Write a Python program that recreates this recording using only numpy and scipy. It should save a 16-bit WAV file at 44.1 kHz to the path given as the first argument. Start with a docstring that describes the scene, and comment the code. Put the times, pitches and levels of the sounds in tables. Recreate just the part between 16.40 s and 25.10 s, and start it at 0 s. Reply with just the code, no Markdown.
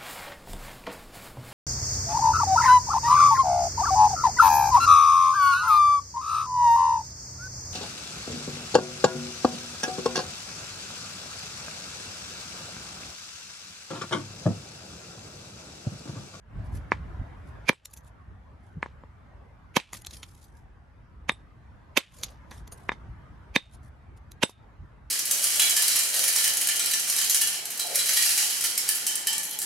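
"""Hammering a stone on the beach

A steel pick hammer strikes a rounded stone held in one hand on a pebble beach, close to the microphone.
Taps and blows are damped rings for stone and steel, one slow pulse for the palm and noise grains for crushing.
Chips tick and coarse grit patters over the pebbles as noise bursts through short rings; the ground echoes.
Shaped noise makes rubbing fingers, gusts and far surf; a limiter turns loud blows down and recovers slowly."""
import sys
import numpy as np
from scipy import signal
from scipy.fft import rfft, irfft, next_fast_len
from scipy.io import wavfile
from scipy.ndimage import uniform_filter1d, minimum_filter1d

SR = 44100
rng = np.random.default_rng(int(sys.argv[2]) if len(sys.argv) > 2 else 0)


def transcribe(signal):
    """Save signal, clipped to [-1, 1], as a 16-bit WAV file at the path in sys.argv[1]."""
    frames = np.atleast_2d(signal).T
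    limited = np.clip(frames, -1, 1)
    pcm = np.round(limited * 32767).astype(np.int16)
    wavfile.write(sys.argv[1], SR, pcm)


N = 383669  # length of the scene [samples]
TOP_HZ = 13600  # upper limit of the crushing noise and of the recorder

# Throughout, t60 is the time a sound takes to fall by 60 dB.


def undb(db):
    """Turn decibels into a gain."""
    return 10 ** (np.asarray(db) / 20)


def colour(x, points):
    """Filter by a spectrum of (frequency [Hz], level [dB]), keeping the power of white noise."""
    size = next_fast_len(2 * len(x))
    hz, db = np.transpose(points)
    bins_hz = np.linspace(1, SR / 2, size // 2 + 1)
    gain = undb(np.interp(np.log(bins_hz), np.log(hz), db))
    gain /= np.sqrt(np.mean(gain ** 2))
    return irfft(rfft(x, size) * gain, size)[:len(x)]


def fade(t, t60):
    """Exponential decay from t = 0, silent before."""
    return (t >= 0) * np.exp(-np.log(1000) * np.abs(t) / t60)


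def ring(t, modes, tune=1):
    """Damped sines set off at t = 0, with all pitches multiplied by tune."""
    return sum(undb(db) * fade(t, t60) * np.sin(2 * np.pi * hz * tune * t) for hz, db, t60 in modes)


def grains(size, spread_db):
    """Noise made of dense grains of very unequal strength, rms 1."""
    x = rng.standard_normal(size) * undb(spread_db * rng.standard_normal(size))
    return x / x.std()


def wander(size, length=N):
    """Random values, each gliding to the next over size samples."""
    steps = np.repeat(rng.standard_normal(length // size + 1), size)
    return uniform_filter1d(steps, size)[:length]


def contact(t, rise_s, t60, clump_db, size=24):
    """Noise in short uneven clumps, rising briefly before its peak at t = 0, then dying away."""
    envelope = np.exp(np.minimum(t, 0) / rise_s) * (t < 0) + fade(t, t60)
    clumps = undb(clump_db * wander(size, len(t)))
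    x = grains(len(t), spread_db=4) * clumps * envelope
    return x * np.linalg.norm(envelope) / np.linalg.norm(x)


def punch(x, size=176):
    """Scale a short sound so that its loudest moment has rms 1."""
    return x / np.sqrt(uniform_filter1d(x ** 2, size).max())


def swells(rows):
    """Smooth rises and falls of level, one for each row (time [s], level [dB], half length [s])."""
    t = np.arange(N) / SR
    return sum(undb(db) * np.exp(-np.minimum(((t - s) / length) ** 2, 20)) for s, db, length in rows)


def flicker(x, depth_db, size=1024):
    """Each narrow band of a sound changes level at random from moment to moment."""
    cells = signal.stft(x, nperseg=size)[2]
    walk = rng.standard_normal(cells.shape[1:])
    walk = uniform_filter1d(walk, 3, axis=0)  # neighbouring bands
    walk = uniform_filter1d(walk, 6, axis=1)  # neighbouring moments
    gain = undb(depth_db * walk / walk.std())
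    gain /= np.sqrt(np.mean(gain ** 2))
    return signal.istft(cells * gain, nperseg=size)[1][:, :N]


def pan(x, left_db):
    """Place a sound by the level difference left minus right."""
    return x * undb(np.array([[left_db], [-left_db]]) / 2)


def widen(mid, wide, side):
    """Make stereo: add a second sound to the left channel and take it from the right."""
    return mid + side * wide * np.array([[1], [-1]])


def stereo_noise(points, side, spread_db=0):
    """Coloured noise, partly shared by both channels; a larger side makes it wider."""
    mid, wide = (colour(grains(N, spread_db), points) for _ in range(2))
    return widen(mid, wide, side)


def add(out, x, s):
    """Mix x into out from time s."""
    i = int(s * SR)
    out[:, i:i + x.shape[1]] += x[:, :N - i]


def background_gain():
    """The slowly changing background level, shared by the low rumble and the wash."""
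    # background level over time, joined by straight lines: (time [s], level [dB])
    background_levels = [(0, -64.5), (0.19, -48), (1.22, -49.5), (1.6, -57), (3.2, -56), (4.5, -59),
                         (6.0, -53.5), (6.85, -53), (7.5, -56.5), (8.7, -57)]
    return undb(np.interp(np.arange(N) / SR, *np.transpose(background_levels)))


def wind(breeze_db=5.5, gust_db=-4.5, flutter_db=1.5, size=4400):
    """A fluttering breeze and its gusts press on the microphone as low rumbling noise."""
    # gusts, before gust_db is added: (time [s], level [dB], half length [s])
    gusts = [(0.19, -34, 0.051), (0.35, -31, 0.052), (0.6, -40.5, 0.13), (0.812, -26.5, 0.016),
             (1.92, -41.5, 0.032), (6.69, -38.5, 0.035), (6.94, -47, 0.043), (7.39, -51.5, 0.16),
             (7.7, -47.5, 0.02), (8.425, -37, 0.027)]
    # colour of the rumble: (frequency [Hz], level [dB])
    rumble_colour = [(20, -30), (35, -11.5), (55, 2.5), (75, 0.5), (110, -4.5), (170, -12.5), (300, -23),
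                     (700, -55), (2000, -88)]
    flutter = undb(flutter_db * wander(size))
    breeze = undb(breeze_db) * background_gain() * flutter
    pressure = breeze + undb(gust_db) * swells(gusts)
    return pressure * stereo_noise(rumble_colour, side=0.24)


def surf(surf_db=-4.5):
    """A wide, fairly steady wash of noise from the far surf, with slight random changes in each band."""
    # colour of the wash: (frequency [Hz], level [dB])
    wash_colour = [(60, -2.5), (250, 2), (500, -1), (1000, 0), (1600, -4.5), (2000, -8.5), (2500, -14.5),
                   (4000, -23.5), (7000, -31), (12000, -36), (15000, -49.5)]
    wash = flicker(stereo_noise(wash_colour, side=0.8), depth_db=3.0)
    return undb(surf_db) * background_gain() * wash


def rubbing(size=260):
    """Gritty scrapes as the stone is turned and dust trickles off it in uneven clumps."""
    # fingers and grit rubbing on the stone: (time [s], level [dB], half length [s])
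    rubs = [(0.267, -64, 0.018), (0.359, -58, 0.034), (1.083, -69, 0.022), (1.665, -63.5, 0.025),
            (2.267, -76, 0.053), (3.562, -52, 0.04), (3.755, -53.5, 0.047), (3.89, -64.5, 0.078),
            (4.035, -62.5, 0.061), (4.18, -73.5, 0.054), (5.76, -58.5, 0.053), (5.88, -62.5, 0.054),
            (6.164, -60, 0.045), (6.42, -66.5, 0.08), (7.335, -62, 0.026), (7.455, -68.5, 0.031),
            (7.775, -69.5, 0.011), (8.092, -48.5, 0.026)]
    # colour of the grit: (frequency [Hz], level [dB])
    grit_colour = [(1000, -14.5), (4000, -7.5), (6500, -5.5), (8500, -7.5), (10500, -3.5), (12500, -10.5),
                   (14000, -46)]
    clumps = undb(4.5 * wander(size))
    clumps /= np.sqrt(np.mean(clumps ** 2))
    grit = flicker(stereo_noise(grit_colour, side=0.6, spread_db=6), depth_db=4)
    return swells(rubs) * clumps * grit


def steel(t, tilt_db, size=80):
    """The head rings higher or lower with the spot that strikes, and roughly as it grinds on the grit."""
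    # ways the hammer head rings, before tilt and chance: (frequency [Hz], level [dB], t60 [s])
    head_modes = [(2770, -4.5, 0.017), (3660, 8, 0.045), (3630, -8.5, 0.12), (3670, -21.5, 0.27),
                  (3820, -3.5, 0.021), (5082, -12, 0.064), (6500, -31, 0.06), (8070, -13.5, 0.085),
                  (8130, -18, 0.06), (10100, -31.5, 0.15), (11000, -24.5, 0.033)]
    spot_db, rough = 1.5, .65  # chance spread of levels; depth of the roughness
    pivot_hz = head_modes[1][0]  # the tilt leaves this pitch alone
    total = 0
    for hz, db, t60 in head_modes:
        level_db = db + tilt_db * np.log2(hz / pivot_hz) + spot_db * rng.standard_normal()
        total = total + ring(t, [(hz, level_db, t60)]) * (1 + rough * wander(size, len(t)))
    return total


def crumble(t, rise_s, t60, flake_hz, flake_db, dust_db, grit_db=-12, flake_t60=0.013, flake_left_db=-8):
    """Noise peaks with the blow, rings the contact and a breaking flake, and ends in a spray of dust."""
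    # resonances of the crumbling contact, before a small chance shift of pitch:
    # (frequency [Hz], level [dB], t60 [s], left minus right [dB])
    contact_modes = [(390, -6.5, 0.0015, 1.5), (1060, -6, 0.006, 7), (1680, -12.5, 0.0082, 0),
                     (2321, -3, 0.0078, -7), (2520, 0.5, 0.0067, -11), (3110, -1, 0.015, -14),
                     (3670, -8.5, 0.007, -13.5), (4260, -5, 0.0042, -13), (5300, -14, 0.0079, -3),
                     (6000, -2.5, 0.0074, -5), (6660, -13, 0.019, -4), (8300, -20, 0.0033, 1),
                     (10133, -5.5, 0.013, 0.5), (11200, -14.5, 0.0057, -1.5), (12180, -15, 0.024, 0)]
    # colour of the crushed grit: (frequency [Hz], level [dB])
    crush_colour = [(150, -12), (600, -6.5), (1400, -18.5), (2500, -2), (4800, 2.5), (6800, -5.5),
                    (8900, -23.5), (10300, -13.5), (14000, -24.5)]
    # colour of the dust thrown off: (frequency [Hz], level [dB])
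    spray_colour = [(200, -13.5), (1000, -8.5), (2600, 4.5), (3700, -1.5), (5000, -8.5), (9000, -15.5),
                    (14000, -30.5)]
    dust_t60 = 0.29  # time the dust takes to settle [s]

    fractures = contact(t, rise_s, t60, clump_db=4.5)
    after = t[t >= 0]
    response = pan(ring(after, [(flake_hz, flake_db, flake_t60)]), flake_left_db)
    for hz, db, decay, left_db in contact_modes:
        # every blow lands on another spot, which shifts each resonance a little
        tune = 1 + .02 * rng.standard_normal()
        response = response + pan(ring(after, [(hz, db, decay)], tune), left_db)
    rasp = signal.fftconvolve(fractures[None], response, axes=1)[:, :len(t)]
    rasp *= np.linalg.norm(fractures) / np.linalg.norm(rasp.mean(axis=0))

    mid, wide = (colour(contact(t, rise_s, t60, clump_db=3), crush_colour) for _ in range(2))
    grit = widen(mid, wide, side=.5)

    dust = grains(len(t), spread_db=6) * undb(3 * wander(size=130, length=len(t)))
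    spray = colour(dust, spray_colour) * fade(t, dust_t60)
    return rasp + undb(grit_db) * grit + undb(dust_db) * spray


def blow(db, contact_s, ring_db, tilt_db, thump_db, crush_db, crumble_t60, flake_hz, flake_db, dust_db,
         thump_hz=290, thump_lag=.003, crush_lead=0.00082):
    """One blow: the surface crumbles, the stone knocks and drives into the palm, the steel rings on."""
    # stone in the cupped hand, before the grip retunes it: (frequency [Hz], level [dB], t60 [s])
    stone_modes = [(410, 3.5, 0.01), (1085, 3.5, 0.0066), (1800, 1.5, 0.0076), (2130, -1.5, 0.0094),
                   (2360, -6, 0.011)]
    # rise of the noise before the peak of a 0 dB blow [s], and the step in level that doubles it
    zero_rise_s, rise_doubling_db = 0.0035, 32.5
    # upper edge of a 0 dB crunch, and the drop in level that lowers it by an octave
    crunch_top_hz, crunch_db_per_octave = 14500, 52.5

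    t = np.arange(-SR // 20, SR // 3) / SR
    # the air feels the change of force; a longer contact gives a duller knock
    force = np.exp(-.5 * (np.arange(-64, 65) / SR / contact_s) ** 2)
    grip = 1 + .02 * rng.standard_normal()
    knock = -np.convolve(ring(t, stone_modes, grip), np.gradient(force), "same")
    knock /= np.abs(knock).max()
    # the whole stone is pushed and stopped: one slow swing of pressure
    swing = 2 * np.pi * thump_hz * (t - thump_lag)
    thump = -swing * np.exp(-swing ** 2 / 2)
    body = knock + undb(thump_db) * thump

    # a louder blow has a longer rise
    rise_s = zero_rise_s * 2 ** (db / rise_doubling_db)
    crush = crumble(t + crush_lead, rise_s, crumble_t60, flake_hz, flake_db, dust_db)
    # a gentle touch grinds more dully than a hard one
    top_hz = min(crunch_top_hz * 2 ** ((db + crush_db) / crunch_db_per_octave), TOP_HZ)
    crush = signal.sosfilt(signal.butter(4, top_hz, "low", fs=SR, output="sos"), crush)

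    ringing = undb(ring_db) * steel(t, tilt_db)
    return undb(db) * (pan(body, 0.77) + pan(ringing, -4.5) + undb(crush_db) * crush)


def hammer(lowest_hz=135):
    """All blows and rebounds; the microphone passes little bass from the strikes."""
    # hammer on stone; all levels after the first are relative to the blow's own level:
    # (time [s], level [dB], contact time [s], steel ring [dB], ring tilt [dB per octave],
    #  palm thump [dB], crushing [dB], crumbling t60 [s], pitch of the flake that breaks off [Hz],
    #  its ring within the crushing [dB], dust within the crushing [dB])
    blows = [(0.5196, -3.5, 0.00013, -47.5, -35, -24, -31.5, 0.072, 2260, 21, -19),
             (1.2943, 16.5, 0.000054, -56, 1, -4.5, -10.5, 0.012, 2360, 13, -38),
             (1.3306, -14, 0.00016, -31, 16.5, -27, -38, 0.022, 2295, -1, -32),
             (2.4290, -11.5, 0.00011, -55, 15, -20, -28.5, 0.014, 2280, 7, -18),
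             (2.461, -25.5, 0.00017, -48, 0, -14, -30, 0.034, 2290, -4, -14),
             (2.637, -34.5, 0.00022, -55, -3, -3, -32, 0.023, 2310, 2, -24),
             (3.369, 5, 0.00018, -41, 0, -6, -10, 0.025, 2490, -13, -27.5),
             (3.4002, -20.5, 0.000054, -23, 10, -27, -6, 0.028, 2550, 6.5, -23),
             (4.895, -3.5, 0.000069, -28, -11, -17, -22, 0.014, 2200, -12, -31),
             (4.919, -32, 0.00023, -33.5, 24.5, -26, -44, 0.047, 2300, -3, -22),
             (5.5751, 0, 0.000036, -19.5, 8, 0.5, 0, 0.027, 2700, 0, -29),
             (6.4927, -7.5, 0.000099, -39.5, -17, -28, -30.5, 0.0092, 2120, 8, -32),
             (6.5187, -18, 0.00013, -29, -4, -17, -26, 0.092, 2090, 9, -32.5),
             (7.1621, 7.5, 0.000054, -23, -7, -8.5, -14, 0.012, 2500, 8, -31.5),
             (8.0229, -22, 0.00011, -25, -0.5, -13, -12.5, 0.013, 2700, 9, -26),
             (8.0341, 1.5, 0.000053, -20.5, 10.5, 0.5, -5.5, 0.011, 2720, 7.5, -36.5),
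             (8.095, -27.5, 0.00024, -26.5, -2, -14, -14, 0.021, 2680, -3, -23)]
    out = np.zeros((2, N))
    for s, *stroke in blows:
        add(out, blow(*stroke), s - 1 / 20)  # each blow lands 1/20 s into its sound
    return signal.sosfilt(signal.butter(2, lowest_hz, "high", fs=SR, output="sos"), out)


def pebbles(x, echo_db=-15, side=1.0):
    """The stony ground scatters a short, diffuse echo: noise that dies away quickly."""
    # colour of the echo: (frequency [Hz], level [dB])
    scatter_colour = [(100, -12.5), (400, -8.5), (1000, -2), (2400, -8), (4000, -1.5), (8000, -5.5),
                      (14000, -11)]
    t = np.arange(SR // 5) / SR
    envelope = fade(t - .002, .085)
    envelope /= np.linalg.norm(envelope)
    mid, wide = (colour(rng.standard_normal(len(t)), scatter_colour) * envelope for _ in range(2))
    response = widen(mid, wide, side)
    return undb(echo_db) * signal.fftconvolve(x, response, axes=1)[:, :N]


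def crumbs(count=8):
    """Small chips land at random through each shower, ever sparser and weaker."""
    # showers after crushing blows: (start time [s], starting level [dB], length [s])
    showers = [(1.5, -55.5, 0.19), (3.55, -56, 0.44), (5.797, -56.5, 0.66)]
    middle_hz, t60, clack_db, snap_db = 7100, 0.005, -25, 0
    fade_db = 17  # drop in level from the start of a shower to its end
    rows = []
    for start, db, length in showers:
        for late, small in rng.random((count, 2)):
            s = start + length * late ** 2
            hz = middle_hz * 2 ** (small - .5)
            rows.append((s, db - fade_db * late, hz, t60, clack_db, snap_db))
    return rows


def chips(ring_db=3, size_spread=0.037, spot_db=4):
    """Each chip's noise rises over a few milliseconds to a dry crack, rings and clacks the pebble beneath."""
    # larger chips landing on the pebbles: (time [s], level [dB], pitch [Hz], chatter t60 [s],
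    # clack of the pebble beneath [dB], first snap over the chatter [dB])
    large_chips = [(1.4572, -26, 7040, 0.0042, -29, -6), (1.47, -52.5, 7600, 0.018, -20, -12),
                   (1.51, -53, 9700, 0.05, -13.5, -11.5), (1.537, -38, 11000, 0.027, -21, -7.5),
                   (1.5674, -53.5, 7500, 0.011, -14, -6), (1.574, -46.5, 10700, 0.054, -19, -8),
                   (3.533, -31.5, 8000, 0.0096, -2.5, -4.5), (3.5415, -37, 10500, 0.012, -12, -4),
                   (3.547, -41, 5500, 0.034, -2, -6), (3.588, -62, 6600, 0.022, -14, -6),
                   (3.62, -47.5, 10200, 0.013, -16, 0), (3.649, -43, 3600, 0.012, -14, -2),
                   (3.665, -43, 9000, 0.014, -28, -5), (3.6692, -34.5, 5200, 0.012, -12, -3),
                   (3.71, -45, 4700, 0.022, -28, -2), (3.737, -46, 4465, 0.06, -24, -13.5),
                   (3.8313, -38.5, 3900, 0.056, -8.5, -3), (4.043, -57, 8500, 0.036, -23, -9.5),
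                   (5.7872, -49.5, 8000, 0.029, -19.5, -8), (5.814, -51, 10800, 0.022, -23, -5.5),
                   (5.835, -26, 5200, 0.038, -18, -1.5), (5.844, -48.5, 9000, 0.012, 2, -9.5),
                   (6.112, -48.5, 6500, 0.021, 0, -3.5), (6.116, -47.5, 3330, 0.12, 6, -4),
                   (6.277, -48.5, 6140, 0.015, -4, -7), (6.323, -41, 7760, 0.058, -6.5, -5),
                   (7.338, -67.5, 7540, 0.016, -12, -13), (7.919, -45.5, 8020, 0.0059, -25, 1)]
    # resonances shared by all the chip ticks, each varied by chance: (frequency [Hz], level [dB], t60 [s])
    tick_modes = [(2640, 3.5, 0.0066), (3620, 5, 0.0045), (4360, 4, 0.0052), (5950, -3, 0.0057),
                  (6530, 1.5, 0.0078), (7000, -4.5, 0.007), (9720, -2, 0.011), (11260, -6.5, 0.01),
                  (12500, -7.5, 0.012)]
    # pebble bedded among others, before its size retunes it: (frequency [Hz], level [dB], t60 [s])
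    pebble_modes = [(301, 8, 0.0075), (700, 5.5, 0.0023), (1140, 11, 0.0081), (1940, 13.5, 0.0073)]
    # colour of the ticks as the microphone hears them: (frequency [Hz], level [dB])
    tick_colour = [(300, -9), (1000, 7.5), (3500, 0.5), (7200, -1), (8400, -26), (9300, -6), (10000, 3.5),
                   (12200, -2.5), (14000, -2)]
    # each tick is favoured around its own pitch: (multiple of that pitch, level [dB])
    pitch_band = [(0.101, -26), (0.4, -9.5), (0.7, -1.5), (1.05, 2), (2.2, -2), (4.001, -10)]
    rise_s = 0.0024  # rise time before the snap

    out, t = np.zeros((2, N)), np.arange(SR // 8) / SR
    short = t[:SR // 40]
    for s, db, hz, t60, clack_db, snap_db in large_chips + crumbs():
        # the snap comes 1/50 s into the sound
        chatter, second_chatter = (contact(t - 1 / 50, rise_s, t60, clump_db=4) for _ in range(2))
        snap = undb(snap_db) * signal.unit_impulse(len(t), SR // 50)
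        chatter, second_chatter = (x + snap * np.linalg.norm(x) for x in (chatter, second_chatter))
        # every chip has its own shape and lands on another spot
        modes = [(f * (1 + size_spread * rng.standard_normal()), gain + spot_db * rng.standard_normal(), decay)
                 for f, gain, decay in tick_modes]
        pebble_size = 2 ** (.2 * rng.standard_normal())
        ringing = signal.fftconvolve(ring(short, modes), second_chatter)[:len(t)]
        clack = signal.fftconvolve(ring(short, pebble_modes, 1 / pebble_size), chatter)[:len(t)]
        tick = punch(colour(chatter, tick_colour)) + undb(ring_db) * punch(ringing)
        tick = colour(tick, [(multiple * hz, gain) for multiple, gain in pitch_band])
        sound = punch(tick) + undb(clack_db) * punch(clack)
        add(out, pan(undb(db) * sound, rng.standard_normal()), s - 1 / 50)
    return out


def regrip():
    """A dull bump of low noise as the hand takes a new grip."""
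    # bumps: (time [s], level [dB], half length [s])
    bumps = [(2.375, -36, 0.014)]
    # their colour: (frequency [Hz], level [dB])
    bump_colour = [(40, -27), (100, 2), (165, 1), (260, -16), (600, -40), (2000, -80)]
    return swells(bumps) * stereo_noise(bump_colour, side=0.16)


def spills(rise_s=0.022):
    """Coarse grit patters down over the pebbles in uneven clumps and comes to rest."""
    # grit spilling behind the chips: (time [s], level [dB], t60 [s])
    grit_spills = [(3.55, -54, 0.069), (3.735, -52.5, 0.077), (5.847, -48.5, 0.26), (6.126, -66, 0.49)]
    # its colour: (frequency [Hz], level [dB])
    spill_colour = [(500, 7), (1500, -9.5), (2500, 1), (3800, 1.5), (6500, 0.5), (8700, -29),
                    (10500, -20.5), (12500, -11.5), (14000, -30)]
    out, t = np.zeros((2, N)), np.arange(-SR // 20, SR // 3) / SR
    for s, db, t60 in grit_spills:
        patter = colour(contact(t, rise_s, t60, clump_db=5, size=130), spill_colour)
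        patter = undb(db) * punch(patter, size=880)
        add(out, pan(patter, rng.standard_normal()), s - 1 / 20)
    return out


def scene():
    """Hammer, chips and spilling grit with their ground echo, handling and the open beach."""
    beach = wind() + surf()
    handling = rubbing() + regrip()
    strikes = hammer() + chips() + spills()
    return strikes + pebbles(strikes, echo_db=-18.5) + handling + beach


def release(over_db, hold_s=0.073, fall_db_per_s=99):
    """Follow rises at once, hold, then let go at a steady rate."""
    hold = 2 * int(hold_s * SR / 2) + 1
    held = -minimum_filter1d(-over_db, hold, origin=hold // 2)
    ramp = fall_db_per_s * np.arange(N) / SR
    return np.maximum.accumulate(held + ramp) - ramp


def record(dry, size=530):
    """A look-ahead limiter senses the power of the blows, holds them and recovers slowly; the top is cut."""
    threshold_db, ratio = -18.5, 5.1
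    power = uniform_filter1d(np.mean(dry ** 2, axis=0), size)
    power_db = 10 * np.log10(np.abs(power) + 1e-12)
    over_db = np.maximum(power_db - threshold_db, 0) * (1 - 1 / ratio)
    # the centred window looks ahead, so the level is already down when a blow arrives
    gain_db = minimum_filter1d(-release(over_db), 3 * size)
    limited = dry * undb(uniform_filter1d(gain_db, size))
    return signal.sosfilt(signal.ellip(8, .2, 70, TOP_HZ, fs=SR, output="sos"), limited)


dry = scene()
out = record(dry)
transcribe(out)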